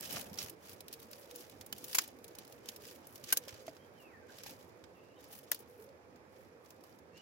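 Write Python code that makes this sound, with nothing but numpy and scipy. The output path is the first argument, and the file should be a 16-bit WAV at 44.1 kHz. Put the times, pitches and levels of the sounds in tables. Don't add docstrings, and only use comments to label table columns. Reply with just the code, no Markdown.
import sys
import numpy as np
from scipy import signal
from scipy.io import wavfile

SR = 44100
rng = np.random.default_rng(int(sys.argv[2]) if len(sys.argv) > 2 else 0)


def dump_mix(stems):
    frames = np.atleast_2d(stems).T
    limited = np.clip(frames, -1, 1)
    pcm = np.round(limited * 32767).astype(np.int16)
    wavfile.write(sys.argv[1], SR, pcm)


N = 317961
TIME = np.arange(N) / SR
LEAD_MS = 4
CRACK_MS = np.arange(SR // 12) * 1000 / SR - LEAD_MS

WOOD_BANDS = [(1050, 2500), (2500, 7700), (8700, 16500)]


def from_db(db):
    return 10 ** (np.asarray(db) / 20)


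def rms_one(x):
    return x / np.sqrt(np.mean(x ** 2) + 1e-20)


def in_time(rows):
    s, *columns = np.transpose(rows)
    return [np.interp(TIME, s, column) for column in columns]


def at_hz(points, hz):
    point_hz, values = np.array(points)[:, 0], np.array(points)[:, 1]
    return np.interp(np.log(hz), np.log(point_hz), values)


def panned(pan_db):
    return rms_one(from_db(np.array([[.5], [-.5]]) * pan_db))


def band(low, high, order=2):
    return signal.butter(order, [low, min(high, .45 * SR)], "band", fs=SR, output="sos")


WOOD_FILTERS = [band(low, high, order=3) for low, high in WOOD_BANDS]


def highpass(x, hz):
    return signal.sosfilt(signal.butter(2, hz, "high", fs=SR, output="sos"), x)


def drift(rate_hz):
    r = np.exp(-80 * np.pi * rate_hz / SR)
    noise = rng.standard_normal(N // 40 + 2002)
    slow = signal.lfilter([1], [1, -2 * r, r * r], noise)[2000:]
    return np.interp(np.arange(N) / 40, np.arange(len(slow)), rms_one(slow))


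def resonance(x, hz, width_hz):
    return signal.lfilter(*signal.iirpeak(min(hz, .45 * SR), hz / width_hz, fs=SR), x)


def swell(start_s, length_s, attack_s, release_s):
    before = np.maximum(start_s - TIME, 0) / attack_s
    after = np.maximum(TIME - start_s - length_s, 0) / release_s
    return from_db(-20 * np.minimum(before + after, 5))


def add(out, s, sound):
    i = max(0, round(s * SR))
    out[:, i:i + sound.shape[-1]] += sound[..., :N - i]


def fracture(levels_db, hold_ms, modes, spike_db, spike_ms, fall, lead_db):
    after, broken = np.maximum(CRACK_MS, 0), CRACK_MS >= 0
    tearing = from_db(lead_db) * np.exp(np.minimum(CRACK_MS, 0) / 1.5)
    envelope = np.where(broken, 1 / (1 + (after / hold_ms) ** fall), tearing)
    out = 0
    for sos, db, sharp_db in zip(WOOD_FILTERS, levels_db, (-5, -4, 4)):
        spike = rng.standard_normal(len(after)) * broken * np.exp(-after / spike_ms)
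        spike = spike * from_db(spike_db + sharp_db)
        burst = spike * panned(11) + rng.standard_normal((2, len(after))) * envelope
        ringing = sum(from_db(mode_db) * resonance(burst, hz, width_hz) for hz, width_hz, mode_db in modes)
        part = signal.sosfilt(sos, burst + ringing)
        early_power = np.mean(part[:, broken & (after < 8)] ** 2, axis=1, keepdims=True)
        out = out + from_db(db) * part / np.sqrt(early_power)
    return out


def mode(hz, t60_s):
    t = np.maximum(CRACK_MS / 1000 - rng.random((2, 1)) / hz, 0)
    return np.sin(2 * np.pi * hz * t) * from_db(-60 * t / t60_s)


def snaps(piece_t60_s=0.035, thump_t60_s=0.05, ring_pan_db=-1.5, second_db=-7.5):
    # time in seconds, body, crack and splinter levels in dB, first and second pitch of the
    # broken piece in Hz, its ring in dB, ring of the branch in dB, thump in dB, hold time in ms,
    # left over right in dB.
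    breaks = [(0.387, -66, -40.5, -46, 5600, 4550, -31.5, -75, -70, 9.2, -2),
              (1.726, -50, -42.5, -38.5, 3020, 3400, -36.5, -55, -56, 4.5, -3.5),
              (1.9469, -49.5, -41, -39.5, 2550, 2010, -32, -55.5, -47, 1.9, 2.5),
              (1.9498, -41, -34, -26, 2280, 7400, -36, -40.5, -59, 8.7, -2),
              (1.9849, -31, -24.5, -26.5, 2280, 1860, -30, -37, -69, 5.2, 0),
              (2.6873, -76, -41, -42, 3350, 5500, -53, -65, -52, 5.8, -4),
              (3.3247, -43, -34, -31.5, 1540, 2850, -33, -48, -41.5, 2.1, 0.5),
              (3.327, -39, -33, -20, 1567, 1940, -30.5, -39.5, -48, 5.8, -2),
              (3.372, -63, -35, -26, 6140, 4000, -32, -48, -51, 4.8, -2.5),
              (5.5164, -52, -45, -28.5, 12700, 1730, -29, -54, -47.5, 0.8, 7),
              (5.5172, -46, -37, -33.5, 1933, 1700, -37.5, -66, -52, 5, -4)]
    # pitch in Hz, level in dB.
    branch = [(1040, -20), (1180, -12.5), (1640, 2), (1880, -7), (2270, -8), (2830, 0), (3070, -5),
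              (3830, -10.5), (4230, 0), (4780, -5), (5130, -3.5), (6450, -9.5)]
    # pitch in Hz, width in Hz, level in dB.
    fibres = [(6800, 850, -3.5), (7200, 150, 3), (11360, 350, 0.5), (12500, 310, -2.5)]
    branch_t60_s, mode_spread_db = 0.038, 2
    thump_low_hz, thump_high_hz = 260, 950
    out, after = np.zeros((2, N)), np.maximum(CRACK_MS, 0) / 1000
    mode_hz, mode_db = np.transpose(branch)
    for (s, body, crack, splinter, piece_hz, second_hz, piece_db, branch_db,
         thump_db, hold_ms, pan) in breaks:
        sound = fracture([body, crack, splinter], hold_ms, fibres,
                         spike_db=7, spike_ms=0.26, fall=2.6, lead_db=-15)
        spread_db = mode_spread_db * rng.standard_normal((2, len(mode_hz)))
        strengths = from_db(branch_db + mode_db + spread_db)
        ring = sum(gain[:, None] * mode(hz, branch_t60_s) for hz, gain in zip(mode_hz, strengths.T))
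        piece = mode(piece_hz, piece_t60_s) + from_db(second_db) * mode(second_hz, piece_t60_s)
        ring = highpass(ring + from_db(piece_db) * piece, 600)
        recoil = rng.standard_normal(len(after)) * (after > 0) * from_db(-60 * after / thump_t60_s)
        thump = signal.sosfilt(band(thump_low_hz, thump_high_hz, order=3), recoil)
        thump = from_db(thump_db) * thump / np.sqrt(2 * (thump_high_hz - thump_low_hz) / SR)
        add(out, s - LEAD_MS / 1000, (sound + ring * panned(ring_pan_db) + thump) * panned(pan))
    return out


def ticks(rows, twig_db=-2.5, body_tilt=1.0, twig_width_hz=650):
    body_db, crack_db, splinter_db = -10.5, -0.5, 0.4
    out = np.zeros((2, N))
    for s, db, bright_db, hz, pan in rows:
        hold_ms = 5 * from_db(rng.normal(0, 1.2))
        modes = [(hz, twig_width_hz, twig_db), (2.36 * hz, 700, twig_db)]
        levels_db = db + np.array([body_db - body_tilt * bright_db, crack_db, splinter_db + bright_db])
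        sound = fracture(levels_db, hold_ms, modes, spike_db=2, spike_ms=.45, fall=2.3, lead_db=-12)
        add(out, s - LEAD_MS / 1000, sound * panned(pan))
    return out


def stray_ticks(rub_db):
    per_s, over_rub_db, spread_db, top_db = 7, 3, -1, -63.5
    bright_mean_db, pan_db = -4, -7
    slots = np.arange(0, N, SR // 40)
    chance, late, twig = rng.random((3, len(slots)))
    size, colour = rng.standard_normal((2, len(slots)))
    s = (slots + late * slots[1]) / SR
    db = np.minimum(rub_db[slots] + over_rub_db + spread_db * size, top_db)
    pan = np.full(len(slots), pan_db)
    rows = np.transpose([s, db, bright_mean_db + 3 * colour, 3500 + 4000 * twig, pan])
    return rows[(chance < per_s * slots[1] / SR) & (s < TIME[-1])]


def rubbing(resting_bright_db=-3):
    # time in seconds, level of the rubbing in dB.
    handling = [(0, -57), (.55, -83), (1.0, -67), (1.9, -70.5), (2.2, -71.5), (2.5, -69.5), (2.63, -76),
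                (2.72, -73.5), (3.6, -64), (3.9, -78.5), (5.6, -81.5), (6.1, -87.5), (7.21, -85)]
    # start in seconds, length in seconds, level in dB, brightness in dB.
    strokes = [(0.025, 0.012, -47, -2), (0.118, 0.07, -44.5, -5), (0.217, 0.042, -56.5, -3),
               (0.407, 0.034, -49.5, -2.5), (0.647, 0.077, -58, -4.5), (0.911, 0.01, -61.5, -7),
               (1.122, 0.13, -63, -3), (1.356, 0.081, -59.5, -1.5), (1.766, 0.12, -60, -1.5),
               (1.874, 0.15, -53.5, 1), (1.989, 0.052, -54.5, -12), (2.384, 0.042, -65, -10),
               (2.684, 0.017, -55.5, -7), (2.828, 0.088, -57.5, -4), (3.105, 0.039, -70.5, 10),
               (3.237, .02, -62, -2), (3.29, 0.036, -50, -4), (3.49, 0.062, -59, -12.5),
               (3.666, 0.027, -65, -8), (3.997, 0.035, -70.5, 0), (4.315, 0.081, -59.5, -8.5),
               (4.464, 0.041, -53, -5.5), (4.598, 0.016, -61, -7), (5.204, 0.25, -66, -4.5),
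               (5.332, 0.021, -57, 2), (5.528, 0.07, -63, -4.5), (5.696, 0.041, -73, 1),
               (5.8, 0.026, -73, 7), (6.336, 0.11, -72.5, -4), (6.651, 0.082, -74, -1.5),
               (6.845, 0.1, -73.5, -1), (7.172, .045, -67.5, -17.5)]
    attack_s, release_s = 0.05, 0.089
    power = from_db(in_time(handling)[0]) ** 2
    colour = power * resting_bright_db
    for start_s, length_s, db, bright_db in strokes:
        stroke = (from_db(db) * swell(start_s, length_s, attack_s, release_s)) ** 2
        power = power + stroke
        colour = colour + stroke * bright_db
    return 10 * np.log10(power), colour / power


def rustle(level_db, bright_db, grains_per_s=700, size_db=2.5, twig_db=3, thick_db=-19,
           body_db=-10, crack_db=-2.0, splinter_db=3.0):
    sizes = from_db(size_db * np.minimum(rng.exponential(1, N), 4)) * rng.choice([-1, 1], N)
    clicks = sizes * (rng.random(N) < grains_per_s / SR)
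    ms = np.arange(SR // 60) * 1000 / SR
    dealt = rng.integers(0, 8, N)
    grains = 0
    for k, hz in enumerate([1450, 3100, 3900, 4600, 5400, 6800, 12000, 13500]):
        twig = rng.standard_normal((2, len(ms))) * np.exp(-ms / 4.0) * (1 - np.exp(-ms / .4))
        twig = twig + from_db(twig_db) * resonance(twig, hz, width_hz=hz / 8)
        grains = grains + signal.oaconvolve((clicks * (dealt == k))[None], twig, axes=1)[:, :N]
    out = 0
    for sos, db in zip(WOOD_FILTERS, [body_db - .5 * bright_db, crack_db, splinter_db + bright_db]):
        gain = from_db(level_db + db + 1.8 * drift(22))
        out = out + gain * rms_one(signal.sosfilt(sos, grains))
    thick = rms_one(signal.sosfilt(band(600, 1300), grains))
    out = out + from_db(level_db + thick_db - bright_db) * thick
    return out * panned(np.where(TIME < .55, -3.5, -.8))


def knocks(contact_s=0.00013):
    # time in seconds, level in dB, pitch in Hz, time to fade by 60 dB in seconds.
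    contacts = [(.169, -42.5, 690, 0.091), (0.316, -43, 201, 0.12), (0.438, -46, 91, 0.073),
                (1.045, -52, 225, 0.22), (1.726, -50.5, 210, 0.13), (2.687, -54, 225, .09),
                (3.372, -43, 513, 0.035), (3.476, -41, 546, 0.031), (3.527, -50, 96, .12),
                (3.68, -33.5, 650, 0.049), (3.687, -44.5, 294, 0.074), (4.463, -42.5, 840, 0.019),
                (4.51, -51.5, 264, 0.12)]
    out, t = np.zeros((2, N)), np.arange(SR // 4) / SR
    for s, db, hz, t60_s in contacts:
        fade = from_db(db - 60 * t / t60_s) * (1 - np.exp(-t / contact_s))
        add(out, s, np.sin(2 * np.pi * hz * t) * fade)
    return out * panned(-3.3)


def pops(hold_ms=0.6):
    # time in seconds, body, crack and splinter levels in dB,
    # left over right in dB.
    bursts = [(.0095, -72, -54, -40, -8), (0.169, -43.5, -52, -59, 5)]
    out = np.zeros((2, N))
    for s, body, crack, splinter, pan in bursts:
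        sound = fracture([body, crack, splinter], hold_ms, [],
                         spike_db=7, spike_ms=0.26, fall=2.6, lead_db=-30)
        add(out, s - LEAD_MS / 1000, sound * panned(pan))
    return out


def banded_noise(spectrum, patchy_db):
    # frequency in Hz, likeness from -1 (opposite) to 1 (same).
    likeness = [(40, -0.78), (120, 1), (300, 0.76), (640, 0.18), (1410, -0.3), (3100, -0.07),
                (15000, -0.68)]
    steady_above_hz = 330
    out, edges = 0, 28 * 2 ** np.arange(0, 9.6, .5)
    white = rng.standard_normal((2, 2, N))
    for k, (low, high) in enumerate(zip(edges, edges[1:])):
        mid, side = signal.sosfilt(band(low, high, order=3), white[k % 2])
        hz = np.sqrt(low * high)
        alike = np.clip(at_hz(likeness, hz), -1, 1)
        flicker_db = patchy_db * min(1, np.sqrt(steady_above_hz / hz)) * drift(12.4)
        stereo = np.sqrt(1 + alike) * mid + np.sqrt(1 - alike) * side * [[1], [-1]]
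        out = out + from_db(at_hz(spectrum, hz) + flicker_db) * stereo
    return rms_one(out)


def flames():
    # frequency in Hz, relative level of the noise band there in dB.
    flame_colour = [(30, -19), (60, -4), (100, 3.5), (210, 3.5), (350, -1), (700, 1.5), (1200, -9.5),
                    (2500, -20), (5000, -32)]
    # start in seconds, length in seconds, level in dB.
    stirs = [(0, 0.45, -56), (0.142, 0.027, -49), (4.455, 0.063, -60)]
    attack_s, release_s = 0.081, 0.18
    power = sum((from_db(db) * swell(s, length_s, attack_s, release_s)) ** 2 for s, length_s, db in stirs)
    return np.sqrt(power) * banded_noise(flame_colour, patchy_db=1.5) * panned(-0.46)


def whistle(glide, db, waver):
    attack_s, release_s = 0.029, 0.039
    hz = in_time(glide)[0] * (1 + waver * drift(110))
    start_s, end_s = glide[0][0], glide[-1][0]
    gain = from_db(db) * swell(start_s, end_s - start_s, attack_s, release_s)
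    return np.sqrt(2) * gain * np.sin(2 * np.pi * np.cumsum(hz) / SR)


def bird():
    # time in seconds, pitch in Hz, level in dB.
    falling = [(3.978, 3130, -70), (4.007, 2804, -71), (4.06, 2640, -68.5), (4.104, 2350, -70),
               (4.125, 2030, -73), (4.15, 1820, -65), (4.2, 1650, -69.5), (4.235, 1545, -67)]
    # start in seconds, length in seconds, first, middle and last pitch in Hz,
    # level in dB, pitch waver as a share of the pitch.
    notes = [(3.812, 0.022, 3160, 3240, 3230, -70.5, 0.02), (4.299, 0.0043, 1498, 1530, 1590, -60, 0.054),
             (4.965, 0.21, 2700, 2720, 2950, -75.5, .035), (5.185, 0.027, 3613, 3630, 3520, -78, 0.033),
             (7.15, 0.058, 2696, 2910, 2890, -66, 0.0103), (7.157, .01, 4260, 4280, 4250, -77, 0.021)]
    falling_waver, flutter_db, echo_db, slope_t60_s = 0.013, 2.5, -3, 0.3
    song = whistle([row[:2] for row in falling], in_time(falling)[1], falling_waver)
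    for s, length_s, first_hz, middle_hz, last_hz, db, waver in notes:
        glide = [(s, first_hz), (s + length_s / 2, middle_hz), (s + length_s, last_hz)]
        song += whistle(glide, db, waver)
    song *= rms_one(from_db(flutter_db * drift(30)))
    t = TIME[:SR // 3]
    slope = rng.standard_normal((2, len(t))) * from_db(-60 * t / slope_t60_s)
    echo = signal.oaconvolve(song[None], rms_one(slope) / np.sqrt(len(t)), axes=1)[:, :N]
    return song + from_db(echo_db) * echo


def valley_air(waver=0.0233):
    # frequency in Hz, relative level of the noise band there in dB.
    air_colour = [(18, -61), (30, -52.5), (79, -1), (145, -9), (165, -7.5), (210, -7.5), (295, -4),
                  (336, -2.5), (512, -5.5), (649, -8), (1910, -17), (2170, -18.5), (2680, -26.5),
                  (3490, -29.5), (16000, -35)]
    # time in seconds, level in dB.
    air_db = [(0, -57.5), (1, -58), (3.5, -57.5), (4.5, -58.5), (7.21, -59.5)]
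    # start in seconds, length in seconds, pitch in Hz, level in dB.
    hollow_swells = [(1.323, 0.054, 490, -58.5), (3.592, 0.074, 520, -59), (5.186, 0.0052, 505, -56.5),
                     (5.704, 0.042, 490, -60), (6.525, 0.029, 493, -60.5)]
    hollow_db, hollow_hz, width_hz = -66.5, 509, 85
    swing_db, swing_rate_hz, wander_hz = 2.5, 4.3, 22.04
    air = from_db(in_time(air_db)[0]) * banded_noise(air_colour, patchy_db=2.5)
    phase = 2 * np.pi * np.cumsum(hollow_hz + wander_hz * drift(swing_rate_hz)) / SR
    hollow = rms_one(drift(width_hz / 2) * np.cos(phase) + drift(width_hz / 2) * np.sin(phase))
    hollow = from_db(hollow_db + swing_db * drift(swing_rate_hz)) * hollow
    clear = sum(whistle([(s, hz), (s + length_s, hz)], db, waver) for s, length_s, hz, db in hollow_swells)
    return (air + hollow + clear) * panned(-4.0)


def scene():
    # time in seconds, level in dB,
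    # brightness in dB (thin twigs high, thick ones low), pitch of the twig in Hz, left over right in dB.
    clear_ticks = [(0.0755, -64, 15, 6400, 0), (0.1084, -43.5, -1, 5300, 10), (0.126, -52.5, 15, 5400, -16),
                   (0.1586, -46.5, -6, 4600, 1), (0.17, -52, -13, 2900, 16), (0.195, -54, -10, 4000, 3),
                   (0.211, -47, 2, 4550, 6), (.3312, -54, -1, 5430, 4), (0.34, -53.5, 5, 5100, -18),
                   (0.356, -59, 2, 7000, -1), (.375, -50, -2, 4530, 0), (.386, -45.5, -1, 5600, -5),
                   (0.417, -47, -5, 7700, 7), (0.427, -46, 4, 6950, -4), (0.461, -52.5, -7, 4600, 4),
                   (.484, -53, -6, 6800, 10), (.497, -53.5, 11.5, 5630, -7), (0.694, -55.5, 5, 6100, -3),
                   (0.731, -59.5, 9, 7200, -2), (.8058, -52.5, 4.5, 3930, -4), (.882, -51, 2, 3800, -1),
                   (.928, -49, 5.5, 5050, -3), (0.937, -50.5, 3, 5040, -1), (1.0, -59.5, 4.5, 3700, 0),
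                   (1.018, -65, 3, 4200, -4), (1.028, -59, 6, 6200, 1), (1.113, -59, 8.5, 5100, -1),
                   (1.131, -50.5, -2, 4700, -2), (1.3109, -53, 1, 3800, -1), (1.359, -53, 9.5, 6800, -1),
                   (1.497, -59, 4.5, 3820, -2), (1.611, -50, 0, 6800, -2), (1.663, -63, 16.5, 9000, -8),
                   (1.782, -57, 10, 6000, -5), (1.842, -47, 5, 6600, 1), (1.9125, -54, 2, 6000, 2),
                   (1.93, -44, 0, 4900, -3), (1.971, -46.5, 3, 7000, 7), (2.0182, -50, 5, 5100, -1),
                   (2.038, -52, 4, 5700, 2), (2.0774, -59, 11, 7500, -1), (2.243, -54, 4, 3860, -1),
                   (2.28, -58.5, 5, 7060, -2), (2.351, -56, 3, 6100, -6), (2.386, -49.5, 3, 4100, 0),
                   (2.449, -61.5, 4, 9300, -3), (2.477, -62, 5, 6800, -1), (2.524, -56.5, 2, 6400, -2),
                   (2.658, -57.5, 3, 6400, -1), (2.7613, -54, 5, 5440, -2), (2.852, -53.5, -5, 5100, -3),
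                   (2.959, -62.5, 5, 7300, -3), (3.07, -64.5, 15.5, 5200, -3), (3.157, -54, 5.5, 5330, -2),
                   (3.178, -61.5, 1, 5300, -4), (3.24, -49, 1, 4530, -4), (3.365, -49, -8, 6100, 1),
                   (3.437, -59, -4, 4900, 0), (3.4814, -47.5, -3, 3240, -1), (3.491, -49, -6, 6600, -3),
                   (3.526, -60, -10, 3220, -4), (3.542, -56, -2, 4340, -3), (3.666, -59.5, 4, 4000, 0),
                   (3.68, -54.5, -12.5, 6300, -3), (3.7665, -61.5, -8, 4900, -4),
                   (4.3847, -53.5, -1, 3870, -1), (4.435, -49, -0.5, 5470, -1), (4.462, -53, -8, 4940, -6),
                   (4.466, -51, -2, 4970, 11), (4.475, -54, -4, 3100, 0), (4.517, -65, -4, 5400, -3),
                   (4.8398, -58.5, -8, 3360, -8), (5.241, -61, 5, 7400, -1), (5.389, -63, 12, 6060, -3),
                   (5.529, -47, -1, 7000, 7), (5.5455, -48.5, 6.5, 4900, -1), (5.591, -67, 14.5, 6600, 0),
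                   (5.6045, -67, 10, 6000, 0), (5.823, -66.5, 5, 6900, -2), (5.84, -69, 7, 5400, 0),
                   (5.89, -67.5, -2, 5000, -2), (6.159, -67.5, -3.5, 6900, -3.5),
                   (6.66, -64.5, -1.5, 6400, -4), (6.705, -58, 3, 7300, -5), (6.808, -69, 1, 5040, -7),
                   (6.838, -64, 6, 4900, -4), (6.925, -69.5, -2, 4900, -10.5), (6.988, -67.5, 3, 7350, -4),
                   (7.176, -62, -1, 4900, -5)]
    rub_db, bright_db = rubbing()
    wood = snaps() + ticks(clear_ticks) + ticks(stray_ticks(rub_db)) + rustle(rub_db, bright_db) + knocks()
    behind = pops() + flames() + bird() + valley_air()
    return wood + behind


def record(dry):
    # frequency in Hz, width in Hz, boost or cut in dB.
    left_port = [(1280, 270, -6.5), (4970, 1800, -3), (8360, 1700, -8), (12600, 1200, 1)]
    right_port = [(5100, 1100, 4), (9000, 3900, -4), (14330, 7750, -5.5)]
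    cutoff_hz = 15900
    sides = []
    for x, port in zip(dry, (left_port, right_port)):
        for hz, width_hz, db in port:
            x = x + (from_db(db) - 1) * resonance(x, hz, width_hz)
        sides.append(highpass(x, 42))
    return signal.sosfilt(signal.ellip(10, .3, 70, cutoff_hz, fs=SR, output="sos"), sides)


dry = scene()
out = record(dry)
dump_mix(out)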